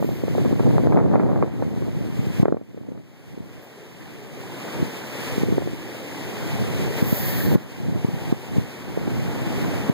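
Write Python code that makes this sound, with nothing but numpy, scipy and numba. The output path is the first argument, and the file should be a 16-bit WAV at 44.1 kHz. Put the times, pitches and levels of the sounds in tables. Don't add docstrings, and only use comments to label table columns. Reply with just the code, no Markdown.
import sys
import numpy as np
from scipy import signal
from scipy.fft import rfft, irfft, next_fast_len
from scipy.io import wavfile
from scipy.ndimage import uniform_filter1d, map_coordinates
from numba import njit

SR = 44100
rng = np.random.default_rng(int(sys.argv[2]) if len(sys.argv) > 2 else 0)


def materialize(psi):
    bounded = np.clip(np.atleast_2d(psi).T, -1, 1)
    quanta = np.round(bounded * 32767).astype(np.int16)
    wavfile.write(sys.argv[1], SR, quanta)


N = 437913
TIME, FREQ = np.arange(N) / SR, np.fft.rfftfreq(N, 1 / SR)


def from_db(db):
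    return 10 ** (np.asarray(db) / 20)


def normalise(x):
    return x / np.sqrt(np.mean(x ** 2))


def filtered(x, gain):
    size = next_fast_len(N)
    gain = np.interp(np.fft.rfftfreq(size, 1 / SR), FREQ, gain)
    return irfft(rfft(x, size) * gain, size)[..., :N]


def tone_curve(points):
    hz, db = np.transpose(points)
    return from_db(np.interp(np.log(FREQ + 1), np.log(hz), db))


def band(hz, width_hz, steepness=2):
    return 1 / (1 + (2 * (FREQ - hz) / width_hz) ** steepness)


def muffle(x, above_hz):
    return filtered(x, 1 / (1 + (FREQ / above_hz) ** 4))


def wobble(per_s):
    hold = int(SR / per_s)
    steps = np.repeat(rng.standard_normal(N // hold + 1), hold)
    return normalise(uniform_filter1d(uniform_filter1d(steps, hold), hold)[:N])


def hump(peak_s, half_length_s):
    return np.exp(-np.minimum(((TIME - peak_s) / half_length_s) ** 2, 50))


def swells(rows):
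    return np.sqrt(sum((from_db(db) * hump(at, half_s)) ** 2 for at, half_s, db in rows))


def scatter(times, sounds):
    size = sounds.shape[1]
    where = (times * SR).astype(int)[:, None] + np.arange(size)
    return np.bincount(where.ravel(), sounds.ravel(), N + size)[size // 2:size // 2 + N]


def from_all_sides(pair, right_late_s, spacing_m=0.12, blur_hz=1300, sound_m_per_s=343):
    likeness = np.sinc(2 * FREQ * spacing_m / sound_m_per_s) / (1 + (FREQ / blur_hz) ** 2)
    common = filtered(pair[0], np.sqrt(1 + likeness))
    apart = filtered(pair[1], np.sqrt(1 - likeness))
    delay = np.exp(-2j * np.pi * FREQ * right_late_s)
    return np.array([common + apart, filtered(common - apart, delay)])


def bubbles(low_hz, high_hz, ring_cycles, spread_db, count, samples):
    when, pitch, strength = rng.random((count, 3)).T
    hz = low_hz * (high_hz / low_hz) ** pitch
    cycles = hz[:, None] * np.arange(samples) / SR
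    gain = from_db(-spread_db * np.log(np.maximum(strength, np.exp(-4)))) * hz
    rings = gain[:, None] * np.sin(2 * np.pi * cycles) * np.exp(-cycles / ring_cycles)
    return normalise(scatter(when * N / SR, rings))


# pitch_hz, relative_db
WATER_TONE = [(40, -4.5), (130, 3), (280, 2.5), (420, -2.5), (600, -6), (900, -9.5), (1300, -15.5),
              (1900, -12.5), (2700, -16), (4200, -23), (6500, -27), (10000, -31.5), (15500, -30)]
# peak_s, half_length_s, slosh_lift_db, fizz_lift_db
SLUSH_WAVES = [(0.36, 0.31, 1.5, 2.5), (1.235, 0.41, 14, 1), (3.502, 1.3, 7.5, 7), (4.732, 0.33, 7.5, 6.5),
               (5.275, 0.19, 5, 7), (6.45, 1.2, 1.5, 2.5), (6.996, 0.03, 3.5, 3), (7.604, 0.05, 3, -0.5),
               (8.498, 0.24, 0, 4), (9.6, 1.1, 5, 0.5)]

def slush(calm_slosh_db=-33, calm_fizz_db=-31, split_hz=1500, swell_db=0.41, flicker_db=0.8):
    near = []
    for _ in range(2):
        gurgle = bubbles(189, 2387, ring_cycles=3.7, spread_db=2.0, count=3000, samples=900)
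        crackle = bubbles(1910, 14260, ring_cycles=3.6, spread_db=1.0, count=14000, samples=80)
        near.append(from_db(-16.5) * gurgle + from_db(-8) * crackle)
    far = rng.standard_normal((2, N))
    water = from_all_sides(np.array(near) + far, right_late_s=0.00004)
    water = normalise(filtered(water, tone_curve(WATER_TONE)))
    slosh = muffle(water, split_hz)
    fizz = water - slosh
    slosh_db, fizz_db = calm_slosh_db, calm_fizz_db + flicker_db * wobble(25)
    for peak_s, half_length_s, slosh_lift_db, fizz_lift_db in SLUSH_WAVES:
        wave = hump(peak_s, half_length_s)
        slosh_db = slosh_db + slosh_lift_db * wave
        fizz_db = fizz_db + fizz_lift_db * wave
    return (slosh * from_db(slosh_db) + fizz * from_db(fizz_db)) * from_db(swell_db * wobble(8.3))


# time_s, level_db
HOLLOW_LEVELS = [(0, -34.5), (2.4, -47), (3.6, -31), (5.35, -34), (5.8, -38), (6.35, -37.5), (6.95, -33),
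                 (7.3, -42.5), (8.2, -40.5), (9.8, -46.5)]

def hollow_rush(pitch_hz=375, width_hz=200, flicker_db=2.5, wander=0.13):
    water = from_all_sides(rng.standard_normal((2, N)), right_late_s=0.00004, spacing_m=0.027)
    rush = filtered(water, band(pitch_hz, width_hz))
    position = np.cumsum(1 + wander * wobble(9))
    rush = np.array([map_coordinates(side, [position], order=1, mode="mirror") for side in rush])
    level_db = np.interp(TIME, *np.transpose(HOLLOW_LEVELS))
    return normalise(rush) * from_db(level_db + flicker_db * wobble(14))


def eddies(times, gain, hz, pulse, samples=640):
    phase = 2 * np.pi * hz[:, None] * (np.arange(samples) - samples // 2) / SR
    return scatter(times, gain[:, None] * pulse(phase) * np.hanning(samples))


def graze(phase, roundness=0.13):
    return (phase ** 2 - 1) / (1 + phase ** 2 / (1 + 2 * roundness)) ** (2 + roundness)


# peak_s, half_length_s, level_db
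WIND_GUSTS = [(0.02, 0.2, -16), (0.47, 0.2, -14), (0.68, 0.048, -9.5), (0.77, 0.075, -9.5),
              (0.87, 0.046, -5), (0.975, 0.068, -1), (1.12, 0.098, -1), (1.28, 0.15, -2),
              (1.65, 0.54, -13.5), (2.2, 1, -24), (2.53, 0.094, -5), (2.86, 0.17, -11), (3.39, 0.19, -18.5),
              (4.25, 0.44, -30), (4.81, 0.055, -16), (5.53, 0.22, -21), (6.72, 0.27, -26.5),
              (7.06, 0.084, -25), (7.4, 0.27, -25.5), (7.53, 0.053, -16.5), (7.91, 0.12, -19),
              (8.2, 0.22, -25.5), (8.57, 0.07, -16), (9.13, 0.24, -24), (9.62, 0.23, -26)]

def wind_rumble(breeze_db=-40.5, clump_db=4.0, spread_db=2.0, calm_hz=92, calm_db=-25, count=5000):
    times = rng.uniform(0, N / SR, count)
    strength, quickness = np.clip(rng.standard_normal((count, 2)), -2, 2).T
    wind = np.hypot(swells(WIND_GUSTS), from_db(breeze_db))
    wind_db = 20 * np.log10(wind) + clump_db * np.tanh(wobble(70))
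    eddy_db = np.interp(times, TIME, wind_db) + spread_db * strength
    above_calm_db = np.maximum(eddy_db - calm_db, 0)
    hz = calm_hz * np.exp(0.024 * above_calm_db + 0.36 * quickness)
    return eddies(times, from_db(eddy_db) * rng.choice([-1, 1], count), hz, graze)


def strike(phase, roundness=1.94):
    return phase * (phase ** 2 - 3) / (1 + phase ** 2 / (1 + 2 * roundness)) ** (3 + roundness)


# pitch_hz, relative_db
WAKE_TONE = [(60, -15), (250, 8), (480, 5), (750, -17), (1100, -10), (1700, -21), (2400, -23), (3500, -63),
             (8000, -72)]
# time_s, level_db, pitch_hz, wake_relative_db, port ("L" or "R")
HARD_EDDIES = [(0.027, 0, 254, -12, "R"), (0.046, -0.5, 133, -11, "R"), (0.0909, -3, 204, -23, "R"),
               (0.2374, -1, 175, -17, "R"), (0.2817, -4, 203, -13, "R"), (0.352, -7.5, 276, -15, "R"),
               (0.382, -3.5, 230, -8, "R"), (0.45, -8.5, 260, -8, "R"), (0.458, -4.5, 170, -3, "R"),
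               (0.529, 2, 138, -15, "R"), (0.5966, -6.5, 308, -3.5, "R"), (0.606, -1.5, 124, -11, "R"),
               (0.782, 1, 310, -16, "R"), (0.837, 0.5, 150, -8, "R"), (0.872, 7, 221, -27, "L"),
               (0.924, 0.5, 300, -0.5, "L"), (0.973, 7, 280, -2.5, "L"), (0.989, 3, 350, -6, "L"),
               (1.002, 0, 300, -5, "L"), (1.157, 11, 282, -5, "L"), (1.198, 4.5, 300, -1, "R"),
               (1.298, -4, 280, -5, "L"), (1.426, 8, 380, -8, "R"), (1.4357, 4.5, 148, -17, "R"),
               (1.4448, 1, 180, -21, "R"), (1.624, -1, 316, -3.5, "R"), (1.823, 0, 130, -9, "R"),
               (2.193, -3.5, 80.4, -24, "L"), (2.27, -6, 84.6, -14.5, "R"), (2.399, 2, 85, -16, "R"),
               (2.431, 14, 115, -17, "R"), (2.4355, -2, 297, -10, "R"), (2.4562, 17.5, 267, -10.5, "R"),
               (2.4828, 19.5, 193, -11, "R"), (2.498, 2, 150, -27, "R"), (2.506, 6, 175, -19, "R"),
               (2.5248, 23.5, 187, -26, "R"), (2.545, 14, 180, -16, "R"), (2.57, 10, 221, -10, "R"),
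               (2.614, 4.5, 176, -11, "R"), (2.746, 0, 150, -23, "R"), (2.776, -2.5, 191, 0, "R"),
               (2.888, 0, 145, -11, "L"), (2.92, 1.5, 159, -6, "L"), (2.976, -4, 180, -1, "L"),
               (3.377, -0.5, 144, -14, "L"), (3.406, -1, 89, -22, "L"), (4.828, 2, 121, -20, "L"),
               (5.381, -6, 160, -23, "R"), (5.435, -0.5, 140, -17, "R"), (5.486, -8.5, 145, -4, "R"),
               (5.525, -1.5, 159, -10, "R"), (5.5819, 1.5, 197, -13, "R"), (5.622, -9, 230, -13, "R"),
               (5.675, -7.5, 187, -9, "R"), (5.734, -11, 137, -17.5, "R"), (7.025, -8, 90, -10, "L"),
               (7.128, -7, 90, -15, "R"), (7.551, -4, 143, -17, "L"), (7.557, 3.5, 142, -11, "L"),
               (7.885, -7, 100, -12, "L"), (8.047, -2.5, 84, -12, "L"), (8.087, -7.5, 106, -8, "L"),
               (8.326, 0.5, 129, -10.5, "R"), (8.583, 1.5, 95, -14.5, "L"), (8.975, -3, 187, -15, "R"),
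               (9.078, -7.5, 170, -9, "R"), (9.898, -1, 101, -14, "R")]

def wind_buffets(rise_s=0.0028, decay_s=0.0064, wake_lag_s=0.00047, split_hz=650, crack_hz=270):
    age_s = np.arange(-900, 900) / SR
    burst = np.exp(np.minimum(age_s / rise_s, -age_s / decay_s))
    ports = []
    for port in "LR":
        times, db, hz, wake_db = np.transpose([row[:4] for row in HARD_EDDIES if row[4] == port])
        air = normalise(filtered(rng.standard_normal(N), tone_curve(WAKE_TONE)))
        low_air = muffle(air, split_hz)
        bursts = from_db(db + wake_db)[:, None] * burst
        wake = low_air * scatter(times + wake_lag_s, bursts)
        crack = (air - low_air) * scatter(times + wake_lag_s, bursts * (hz[:, None] / crack_hz))
        ports.append(eddies(times, from_db(db), hz, strike) + wake + crack)
    return np.array(ports)


# pitch_hz, width_hz, relative_db
GRILLE_RINGS = [(12900, 1200, -8), (14400, 1300, -6.5)]
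# peak_s, half_length_s, level_db
GRILLE_PUFFS = [(0.08, 0.13, -42), (3.64, 0.023, -36), (7.25, 0.23, -33.5)]

def grille_hiss(flutter_db=1.5, broad_db=-19):
    rings = sum(from_db(db) * band(hz, width_hz) for hz, width_hz, db in GRILLE_RINGS)
    hiss = normalise(filtered(rng.standard_normal((2, N)), rings + from_db(broad_db)))
    return hiss * swells(GRILLE_PUFFS) * from_db(flutter_db * wobble(30))


# peak_s, half_length_s, level_db
DOCK_WASHES = [(6.45, 0.54, -45.5), (8.25, 0.58, -41.5)]

def lapping(pitch_hz=790, width_hz=380, flicker_db=0.5):
    water = from_all_sides(rng.standard_normal((2, N)), right_late_s=0.00009)
    wash = normalise(filtered(water, band(pitch_hz, width_hz, steepness=4)))
    return wash * swells(DOCK_WASHES) * from_db(-flicker_db * wobble(16))


# pitch_hz, width_hz, level_db
GRILLE_HOLLOWS = [(1950, 270, -39.5), (4710, 1100, -47)]

def grille_whistle(peak_s=7.33, half_length_s=0.26, sag_per_s=0.27, waver=0.007):
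    blown_s = np.clip(TIME - peak_s + half_length_s, 0, 2 * half_length_s)
    speed = 1 - sag_per_s * blown_s + waver * wobble(18)
    whistle = 0
    for hz, width_hz, db in GRILLE_HOLLOWS:
        air = normalise(filtered(rng.standard_normal((2, N)), band(0, width_hz)))
        tone = np.sin(2 * np.pi * np.cumsum(hz * speed) / SR)
        whistle = whistle + from_db(db) * air * tone
    return whistle * hump(peak_s, half_length_s)


def scene():
    water = slush() + hollow_rush() + lapping()
    wind = grille_hiss() + grille_whistle() + wind_buffets()
    return water + wind + np.array([wind_rumble(), wind_rumble()])


@njit
def ducking(excess_db, attack, recover_db, duck_db):
    out = np.empty(len(excess_db))
    for i in range(len(excess_db)):
        if excess_db[i] > duck_db:
            duck_db += attack * (excess_db[i] - duck_db)
        else:
            duck_db = max(duck_db - recover_db, 0.)
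        out[i] = duck_db
    return out


def gain_control(ports, limit_db=-7, attack_s=0.00064, recover_db_per_s=8.5, start_duck_db=11.0):
    excess_db = 20 * np.log10(np.abs(ports).max(axis=0) + 1e-9) - limit_db
    attack = 1 - np.exp(-1 / (attack_s * SR))
    return ports * from_db(-ducking(excess_db, attack, recover_db_per_s / SR, start_duck_db))


def overload(x, ceiling=0.66):
    return ceiling * np.tanh(x / ceiling)


def bass_cut(x, hz, q):
    w = 2 * np.pi * hz
    return signal.lfilter(*signal.bilinear([1, 0, 0], [1, w / q, w * w], SR), x)


def record(dry, delay_samples=16, top_hz=15480):
    ports = overload(gain_control(dry))
    other_port_late = np.pad(ports[::-1], ((0, 0), (delay_samples, 0)))[:, :N]
    left, right = ports - other_port_late
    trimmed = np.array([bass_cut(left, hz=110.7, q=1.366), bass_cut(right, hz=108.7, q=1.365)])
    treble_cut = signal.ellip(10, 0.2, 80, top_hz, fs=SR, output="sos")
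    return signal.sosfilt(treble_cut, trimmed)


dry = scene()
out = record(dry)
materialize(out)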